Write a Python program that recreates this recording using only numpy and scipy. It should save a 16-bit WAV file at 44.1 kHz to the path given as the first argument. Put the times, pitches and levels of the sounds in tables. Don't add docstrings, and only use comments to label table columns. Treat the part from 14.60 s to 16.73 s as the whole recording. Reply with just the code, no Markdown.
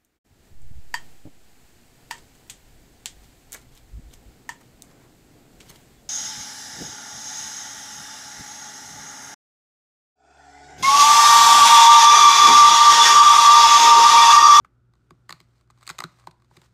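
import sys
import numpy as np
from scipy import signal
from scipy.fft import rfft, irfft, next_fast_len
from scipy.io import wavfile
from scipy.ndimage import map_coordinates

SR = 44100
rng = np.random.default_rng(int(sys.argv[2]) if len(sys.argv) > 2 else 0)


def log_audio(samples):
    frames = np.atleast_2d(samples).T
    limited = np.clip(frames, -1, 1)
    pcm = np.round(limited * 32767).astype(np.int16)
    wavfile.write(sys.argv[1], SR, pcm)


def invert_db(x):
    u = np.asarray(x, float) / 20
    return 10 ** u


N = 94109

# f/Hz, width/Hz, level/dB
CARD_MODES = [(2200, 415, -2), (3640, 460, -1), (4140, 580, 1), (4940, 630, -3), (6430, 720, -6.5),
              (8000, 1060, -4.5), (13000, 12000, -17.5)]
SNAP_LEAD_S, SNAP_LEN = 0.006, 6000


def unit_rms(x):
    return x / np.sqrt(np.mean(x ** 2) + 1e-20)


def unit_peak(x):
    return x / np.abs(x).max()


def along(points, hz):
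    f, v = np.transpose(points)
    return np.interp(np.log(hz + 1), np.log(f + 1), v)


def wobble(knots_per_s):
    knots = rng.standard_normal(int(N * knots_per_s / SR) + 4)
    return map_coordinates(knots, [np.arange(N) * knots_per_s / SR])


def filtered(x, response):
    m = next_fast_len(len(x) + 8192)
    return irfft(rfft(x, m) * response(np.fft.rfftfreq(m, 1 / SR)), m)[:len(x)]


def resonances(modes):
    def response(f):
        total = 0
        for k, (centre_hz, width_hz, db) in enumerate(modes):
            damping = 1j * f * width_hz
            total = total + (-1) ** k * invert_db(db) * damping / (centre_hz ** 2 - f * f + damping)
        return total
    return response


def ring(hz, t60_s, rise_s, t):
    return invert_db(-60 * t / t60_s) * np.sin(2 * np.pi * hz * t) * (1 - np.exp(-t / rise_s))


def ambience():
    # f/Hz, density/dB
    air_tone = [(20, 3), (45, -10), (90, -12.5), (160, -17), (380, -23.5), (480, -30), (2100, -43.5),
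                (16000, -56)]
    # f/Hz, rms level/dB
    hum_tones = [(60, -67), (119.5, -62), (239, -83), (359, -80.5)]
    # f/Hz, width/Hz, rms level/dB
    fan_band = (1380, 320, -81.5)
    t = np.arange(N) / SR
    air = unit_rms(filtered(rng.standard_normal(N), lambda f: invert_db(along(air_tone, f))))
    air = air * invert_db(-60.5 + 0.8 * wobble(6))
    fan_hz, fan_width_hz, fan_db = fan_band
    blades = resonances([(fan_hz, fan_width_hz, 0)])
    fan = invert_db(fan_db) * unit_rms(filtered(rng.standard_normal(N), lambda f: blades(f) ** 2))
    hum = np.zeros(N)
    for hz, db in hum_tones:
        level = invert_db(db - 1.5 + 1.93 * wobble(16.96))
        hum += level * np.sin(2 * np.pi * hz * t + 0.13 * wobble(4))
    return air + fan + hum


def room_echo(x):
    # f/Hz, t60/s
    decay = [(300, 0.41), (2000, 0.3), (4500, 0.28), (10000, 0.2)]
    hz, t, z = signal.stft(rng.standard_normal(SR // 2), SR, nperseg=256)
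    tail = signal.istft(z * invert_db(-60 * t / along(decay, hz)[:, None]), SR, nperseg=256)[1]
    predelay = 150
    return signal.fftconvolve(np.pad(x, (predelay, 0)), tail / np.linalg.norm(tail))[:N]


def rubbing():
    # t/s, level/dB
    strength = [(.3, -94), (.37, -82.5), (.66, -81.5), (.74, -65), (.86, -77.5), (0.992, -72), (1.08, -86),
                (1.17, -73.5), (1.25, -65.5), (1.31, -59), (1.36, -63.5), (1.56, -68.5), (1.61, -63),
                (1.7, -78), (1.88, -79), (1.941, -64.5), (2.055, -64), (2.1, -75)]
    # f/Hz, density/dB
    tone = [(300, -18), (550, -2.5), (1300, -4.5), (2600, -11), (4300, -11.5), (8300, -14), (10500, -19),
            (16000, -22)]
    crackles_per_s, crackle_db, card_share = 500, -4, 0.54
    pops = (rng.random(N) < crackles_per_s / SR) * invert_db(np.minimum(4 * rng.exponential(size=N), 8))
    pop_decay = np.exp(-np.arange(120) / 25)
    crackle = np.convolve(pops, pop_decay)[:N] * rng.standard_normal(N)
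    hiss = rng.standard_normal(N) * invert_db(1.5 * wobble(90))
    grain = hiss + invert_db(crackle_db) * unit_rms(crackle)
    points = [(200, -68)] + list(tone)
    card = resonances(CARD_MODES)
    rub = filtered(grain, lambda f: invert_db(along(points, f)) * (1 + card_share * abs(card(f))))
    s, db = np.transpose(strength)
    return invert_db(np.interp(np.arange(N) / SR, s, db)) * unit_rms(rub)


def fibre_burst(t, decay_s):
    after_s = np.maximum(t, 0)
    spikes = rng.standard_normal(len(t)) * rng.exponential(size=len(t)) ** 0.69
    creak = invert_db(-20) * np.exp(np.minimum(t, 0) / 0.002)
    give = (1 - np.exp(-after_s / 0.00019)) * np.exp(-after_s / decay_s)
    give = give + 0.083 * np.exp(-after_s / 0.0046)
    return spikes * np.where(t < 0, creak, give)


def snap(flap_hz, crack_db, box_db, burst_s):
    # f/Hz, level/dB, t60/s
    flap_modes = [(1948, -6.5, 0.0063), (885, -19.5, .015), (1480, -9, 0.0098)]
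    # f/Hz, level/dB, t60/s
    box_modes = [(163, 0, .08), (355, 1, .045), (235, -2, .04), (680, -14, .03)]
    flap_t60_s, flap_rise_s, box_rise_s = 0.0098, 0.0011, 0.005
    shiver_t60_s, shiver_db = 0.06, -18
    t = np.arange(SNAP_LEN) / SR - SNAP_LEAD_S
    after_s = np.maximum(t, 0)
    crack = unit_peak(filtered(fibre_burst(t, burst_s), resonances(CARD_MODES)))
    jog_db = rng.normal(0, 2, 8)

    flap = ring(flap_hz, flap_t60_s, flap_rise_s, after_s)
    for (hz, db, t60_s), jog in zip(flap_modes, jog_db):
        flap = flap + invert_db(db + jog) * ring(hz, t60_s, flap_rise_s, after_s)
    shiver = unit_rms(filtered(rng.standard_normal(len(t)), resonances([(flap_hz, 500, 0)])))
    shiver = shiver * invert_db(shiver_db - 60 * after_s / shiver_t60_s) * (1 - np.exp(-after_s / 0.001))

    box = np.zeros(len(t))
    for (hz, db, t60_s), jog in zip(box_modes, jog_db[3:]):
        box += invert_db(db + jog) * ring(hz, t60_s, box_rise_s, after_s)
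    return invert_db(-3.5) * (unit_peak(flap) + shiver) + invert_db(5 + crack_db) * crack + invert_db(7.5 + box_db) * box


def tearing():
    # t/s, peak level/dB, flap f/Hz, crack re flap level/dB, box re flap level/dB
    bridges = [(0.0467, -35.5, 1270, -20.5, -33), (0.5065, -37.5, 1150, -11.5, -8.5),
               (0.6927, -30, 1847, -8.5, -40.5), (0.6932, -28, 1193, -5, -25), (0.7036, -33, 1810, -6, -22),
               (0.7059, -28, 1110, -4, -45), (0.7247, -28.5, 1240, 0, -23.5),
               (.802, -45.5, 1140, 1.5, -11.5), (1.101, -42, 1165, -11, -18.5),
               (1.2276, -40.5, 1240, -7, -39), (1.267, -40.5, 2200, 3.5, -18.5),
               (1.2758, -32, 1260, 4.5, -38), (1.2911, -28, 2330, 1, -27), (1.2985, -23, 1404, -6, -21.5),
               (1.3085, -40, 940, 8, -40), (1.3835, -31, 2510, -5, -62), (1.3873, -23, 1200, -3.5, -24.5),
               (1.4033, -18, 1225, -7, -30.5), (1.42, -26, 1030, -14.5, -24),
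               (1.4382, -19, 1360, -7.5, -17), (1.671, -24, 970, -15, -22), (1.911, -43, 950, -23, -16),
               (1.967, -41.5, 2080, -3, -8), (2.016, -46.5, 906, -3, -15)]
    # t/s, peak level/dB, crack re flap level/dB
    slips = [(.336, -54, -8.5), (.353, -61, -7), (0.811, -54.5, -0.5), (1.01, -59.5, -2), (1.074, -65, -7),
             (1.9699, -45.5, -0.5), (1.175, -54, -8.5), (1.185, -60.5, -1), (1.209, -50.5, -5),
             (1.22, -46.5, -11), (1.233, -54.5, 4.5), (1.248, -69, 6), (1.256, -62, 10),
             (1.281, -39.5, -13), (1.2936, -33, -2.5), (1.3009, -25.5, -5), (1.399, -65, 1),
             (1.586, -49.5, -12), (1.597, -51.5, -2), (1.608, -50.5, -22), (1.618, -53.5, -12),
             (1.628, -57, -26), (1.638, -48, -27), (1.698, -59, -13), (1.71, -50, 1), (1.1059, -51.5, -2),
             (1.799, -56.5, -13), (1.82, -52, -10), (1.8444, -59.5, -4.5), (2.039, -53, -5)]
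    bridge_burst_s, slip_burst_s = 0.0011, 0.0022
    slip_flap_hz, slip_box_db = 1150, -33
    spread = 0.068
    breaks = [(*row, bridge_burst_s) for row in bridges]
    breaks += [(s, db, slip_flap_hz, crack_db, slip_box_db, slip_burst_s) for s, db, crack_db in slips]
    out = np.zeros(N + SNAP_LEN)
    for s, db, flap_hz, crack_db, box_db, burst_s in breaks:
        start = round((s - SNAP_LEAD_S) * SR)
        out[start:start + SNAP_LEN] += invert_db(db) * snap(flap_hz, crack_db, box_db, burst_s)
    return filtered(out[:N], lambda f: np.exp(-4j * np.pi * spread * (np.sqrt(f) - f / 200)))


def scene():
    card = filtered(tearing(), lambda f: (1j * f / (1j * f + 90)) ** 2)
    echo = invert_db(-18.5) * room_echo(card)
    return (card + echo + rubbing() + ambience())[None]


def top_cut(x):
    return signal.sosfilt(signal.butter(12, 16480, fs=SR, output="sos"), x)


def record(dry):
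    # f/Hz, level/dB
    mic = [(25, -31), (45, -1), (110, 2), (8800, -1.5), (10200, -6), (15000, -3), (16000, -24),
           (16450, -54)]
    heard = filtered(dry[0], lambda f: invert_db(along(mic, f)))
    return top_cut(heard[None])


dry = scene()
out = record(dry)
log_audio(out)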